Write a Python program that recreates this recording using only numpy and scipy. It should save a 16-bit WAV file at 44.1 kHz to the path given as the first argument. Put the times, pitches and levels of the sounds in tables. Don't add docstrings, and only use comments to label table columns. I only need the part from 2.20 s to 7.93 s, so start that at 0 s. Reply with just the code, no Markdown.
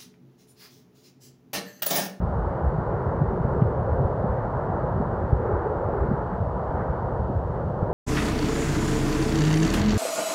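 import sys
import numpy as np
from scipy import signal
from scipy.fft import rfft, irfft, next_fast_len
from scipy.io import wavfile
from scipy.ndimage import uniform_filter1d

SR = 44100
rng = np.random.default_rng(int(sys.argv[2]) if len(sys.argv) > 2 else 0)


def to_linear_factor(level_db):
    exponent = np.asarray(level_db, float) / 20
    return 10 ** exponent


def pcm_store(signal):
    levels = np.round(np.clip(np.atleast_2d(signal), -1, 1) * 32767)
    wavfile.write(sys.argv[1], SR, levels.astype(np.int16).T)


N = 252693
TIME_S = np.arange(N) / SR


def level(x, db):
    return x * to_linear_factor(db) / np.sqrt(np.mean(x ** 2))


def curve(table):
    time_s, *columns = np.transpose(table)
    return [np.interp(TIME_S, time_s, column) for column in columns]


def walk(rate_hz):
    hold = int(SR / rate_hz)
    held = np.repeat(rng.standard_normal(N // 200), hold)[:N]
    return 0.8 * uniform_filter1d(uniform_filter1d(held, hold), hold)


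def bell(x):
    return np.exp(-0.5 * x ** 2)


def bands(colour, per_octave=3):
    size = next_fast_len(N)
    octave = np.log2(np.arange(1, size // 2 + 2) * SR / size)
    pitch_hz, level_db = np.transpose(colour)
    shape_db = np.interp(octave, np.log2(pitch_hz), level_db, left=-200, right=-200)
    noise = rfft(rng.standard_normal(size)) * to_linear_factor(shape_db)
    step = 1 / per_octave
    for centre in np.arange(np.log2(pitch_hz[0]), np.log2(pitch_hz[-1]) + step, step):
        share = np.clip(1 - abs(octave - centre) * per_octave, 0, 1)
        yield 2 ** centre, irfft(noise * share, size)[:N]


# start_s [s], level_db [dB], hump_hz [Hz], hump_db [dB], clear_air_db [dB]
ROAR_PATH = [(0.0, -38.5, 463, -1, 1.5), (0.3, -33.5, 497, -1.5, -1), (0.62, -35, 447, -1.5, 2.5),
             (0.95, -34.5, 425, 2.5, 0.5), (1.25, -34.5, 438, 2.5, 0), (1.55, -35, 462, 3, 1),
             (1.9, -32.5, 504, 2.5, -2.5), (2.2, -35, 542, -1, 2), (2.55, -32, 457, -0.5, -1.5),
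             (2.9, -33, 467, -2, -1.5), (3.2, -35.5, 430, 4.5, 2), (3.55, -31.5, 432, 2.5, -1.5),
             (3.85, -34.5, 425, 0.5, 2), (4.25, -34, 516, -4.5, -3), (4.6, -33, 498, -2.5, -1),
             (5.05, -34.5, 482, -2, -4), (5.4, -36.5, 492, 0, 0), (5.72, -32.5, 478, -0.5, -5)]
# pitch_hz [Hz], level_db [dB per Hz]
ROAR_COLOUR = [(140, -28), (230, -8), (282, -8), (367, 0), (454, 1), (545, 1.5), (674, -3), (943, -3.5),
               (1090, -9), (1400, -13), (1860, -25.5), (2600, -49.5), (3380, -74.5), (5720, -120)]
# start_s [s], level_db [dB]
CLEAR_MOMENTS = [
    (4.125, 6),
    (4.61, 3.5),
]


def clear_air(clear_db):
    clear_db = clear_db + 0.6 * walk(5.7)
    clear_db = clear_db + 1.2 * walk(12)
    moment_length_s = 0.022
    for start_s, level_db in CLEAR_MOMENTS:
        clear_db = clear_db + level_db * bell((TIME_S - start_s) / moment_length_s)
    return clear_db - clear_db.mean()


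def roar():
    low_hz, high_hz, hump_width_oct = 380, 523, 0.15
    air_hz = 1820
    level_db, hump_hz, hump_db, clear_db = curve(ROAR_PATH)

    slide_oct = np.log2(hump_hz / np.sqrt(low_hz * high_hz)) + 0.024 * walk(4.1)
    lean_db = 14 * slide_oct
    halves = [(low_hz, hump_db - lean_db), (high_hz, hump_db + lean_db)]

    plain, heard = 0, 0
    fading = walk(9)
    clear_db = clear_air(clear_db)
    for pitch_hz, band in bands(ROAR_COLOUR, per_octave=4):
        fading = 0.7 * fading + 0.7 * walk(9)
        change_db = min(pitch_hz / air_hz, 1.2) ** 2 * clear_db
        for half_hz, half_db in halves:
            closeness = bell(np.log2(pitch_hz / half_hz) / hump_width_oct)
            change_db = change_db + closeness * (half_db - half_db.mean() + 1.0 * fading)
        twinkle_db = 1.2 * fading + 1.0 * walk(22)
        plain = plain + band
        heard = heard + band * to_linear_factor(change_db + twinkle_db)
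    return heard * to_linear_factor(level_db + 4.5) / np.std(plain)


# start_s [s], level_db [dB]
WIND = [(0.0, -25), (0.24, -31), (0.48, -30.5), (0.62, -29), (0.86, -30), (1.03, -27), (1.99, -28.5),
        (2.07, -30), (2.58, -31), (2.77, -28.5), (2.93, -28.5), (3.14, -28), (3.43, -35), (3.94, -27),
        (4.01, -30.5), (4.43, -32), (5.1, -29.5), (5.72, -31)]
# pitch_hz [Hz], level_db [dB per Hz]
WIND_COLOUR = [(15, -33.5), (25, -22.5), (38, -4.5), (55, 2.5), (120, 1.5), (180, -1.5), (230, -9.5),
               (290, -16), (360, -26.5)]


def buffeting():
    flutter_db = 0.5
    together = walk(35)
    low = 0
    for _, band in bands(WIND_COLOUR, per_octave=2):
        low = low + band * to_linear_factor(flutter_db * (0.6 * together + 0.8 * walk(9)))
    return level(low, 0) * to_linear_factor(curve(WIND)[0])


# pitch_hz [Hz], level_db [dB per Hz]
HISS_COLOUR = [(1500, -10.5), (2300, -4.5), (3000, -0.5), (3550, -6.5), (4400, -6), (5200, -11.5),
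               (6000, -14), (8000, -18), (10000, -22), (12000, -23.5), (15500, -25)]


def hiss():
    noise = sum(band * to_linear_factor(0.6 * walk(12)) for _, band in bands(HISS_COLOUR, per_octave=2))
    return level(noise, -69.5)


# multiple [times the base pitch], level_db [dB]
WHINE = [(4, -93), (5, -91), (6, -96), (7, -96)]


def whine():
    base_hz = 740.5
    return sum(to_linear_factor(db) * np.sin(2 * np.pi * multiple * base_hz * TIME_S) for multiple, db in WHINE)


# multiple [times the base pitch], level_db [dB]
BUZZ = [(5, -90), (6, -96), (7, -94), (8, -94), (9, -98)]


def buzz():
    base_hz = 920.0
    cycles = np.cumsum(base_hz * (1 + 0.005 * walk(120))) / SR
    return sum(to_linear_factor(db) * np.sin(2 * np.pi * multiple * cycles) for multiple, db in BUZZ)


def small_eddies(count=45):
    start_s = (np.arange(count) + rng.random(count)) * N / SR / count
    length_chance, level_chance, pitch_chance = rng.standard_normal((count, 3)).T
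    cycles = 0.8 * 2 ** length_chance.clip(-1.5, 1.7)
    pitch_hz = 106.3 * 2 ** (0.47 * pitch_chance.clip(-2, 2))
    wind_db = np.interp(start_s, *np.transpose(WIND))
    peak_db = wind_db + 7 + 0.5 * level_chance - 8 * np.log10(cycles)
    return list(zip(start_s, peak_db, pitch_hz, cycles))


# start_s [s], peak_db [dB], pitch_hz [Hz], length_cycles [cycles]
STRONG_EDDIES = [(0.044, -19, 65, 0.79), (0.173, -22, 70, 1.16), (0.466, -17, 71.4, 1.6),
                 (0.588, -15.5, 139, 0.7), (0.871, -17.5, 109, 0.71), (1.021, -12, 138, 0.74),
                 (1.253, -13.5, 172, 0.35), (1.366, -14, 127, 0.22), (1.424, -10, 146.5, 0.81),
                 (1.6, -23.5, 122, 0.49), (1.67, -18, 104, 0.85), (1.81, -17, 131, 1.3),
                 (2.046, -14, 179, 0.64), (2.101, -15.5, 78, 0.34), (2.364, -21.5, 130, 2.1),
                 (2.502, -17.5, 143, 0.38), (2.73, -19, 108, 0.88), (2.806, -16.5, 215, 0.93),
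                 (2.95, -21.5, 99, 0.54), (3.134, -9, 85, 0.29), (3.339, -15.5, 86, 0.5),
                 (3.663, -22, 99.5, 0.93), (3.82, -20.5, 78.4, 1.4), (3.916, -13, 191, 0.69),
                 (4.214, -17, 102.5, 1.24), (4.277, -16.5, 107, 0.41), (4.554, -21.5, 80.4, 0.86),
                 (5.001, -12.5, 92, 0.46), (5.163, -14.5, 90, 0.68), (5.63, -11, 134, 0.28)]


def fronts():
    return [(s - 0.003, db - 13, 1.9 * hz, cycles) for s, db, hz, cycles in STRONG_EDDIES]


def wakes():
    return [(s + 0.02256, db - 11.5, 0.75 * hz, 1.3) for s, db, hz, _ in STRONG_EDDIES]


def gusts():
    out = np.zeros(N)
    reach_s = 0.12
    for start_s, peak_db, pitch_hz, length_cycles in STRONG_EDDIES + small_eddies() + fronts() + wakes():
        first = max(int((start_s - reach_s) * SR), 0)
        last = min(int((start_s + reach_s) * SR), N)
        i = np.arange(first, last)
        cycle = (i / SR - start_s) * pitch_hz
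        swing = np.cos(2 * np.pi * (cycle + rng.random()))
        out[i] += to_linear_factor(peak_db) * bell(cycle / length_cycles) * swing
    return out


# start_s [s], peak_db [dB], length_s [s]
RATTLE = [
    (1.421, -54, .002),
    (1.429, -61, .003),
]


def rattle():
    colour = [(1300, -6), (2000, 2), (3100, -4), (3800, -22)]  # (Hz, dB per Hz)
    noise = level(sum(band for _, band in bands(colour)), 0)
    return noise * sum(to_linear_factor(db) * bell((TIME_S - s) / length_s) for s, db, length_s in RATTLE)


def end_click():
    time_left_s, length_s = TIME_S[::-1], 0.002
    return -to_linear_factor(-24) * bell(time_left_s / length_s)


def scene():
    floor = hiss() + whine() + buzz()
    wind = buffeting() + gusts() + rattle() + end_click()
    return (roar() + wind + floor)[None]


def band_limit(x):
    return signal.sosfilt(signal.butter(12, 15270, fs=SR, output="sos"), x)


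def record(dry):
    opened = dry * np.clip(TIME_S / 0.003, 0, 1)
    return band_limit(opened)


dry = scene()
out = record(dry)
pcm_store(out)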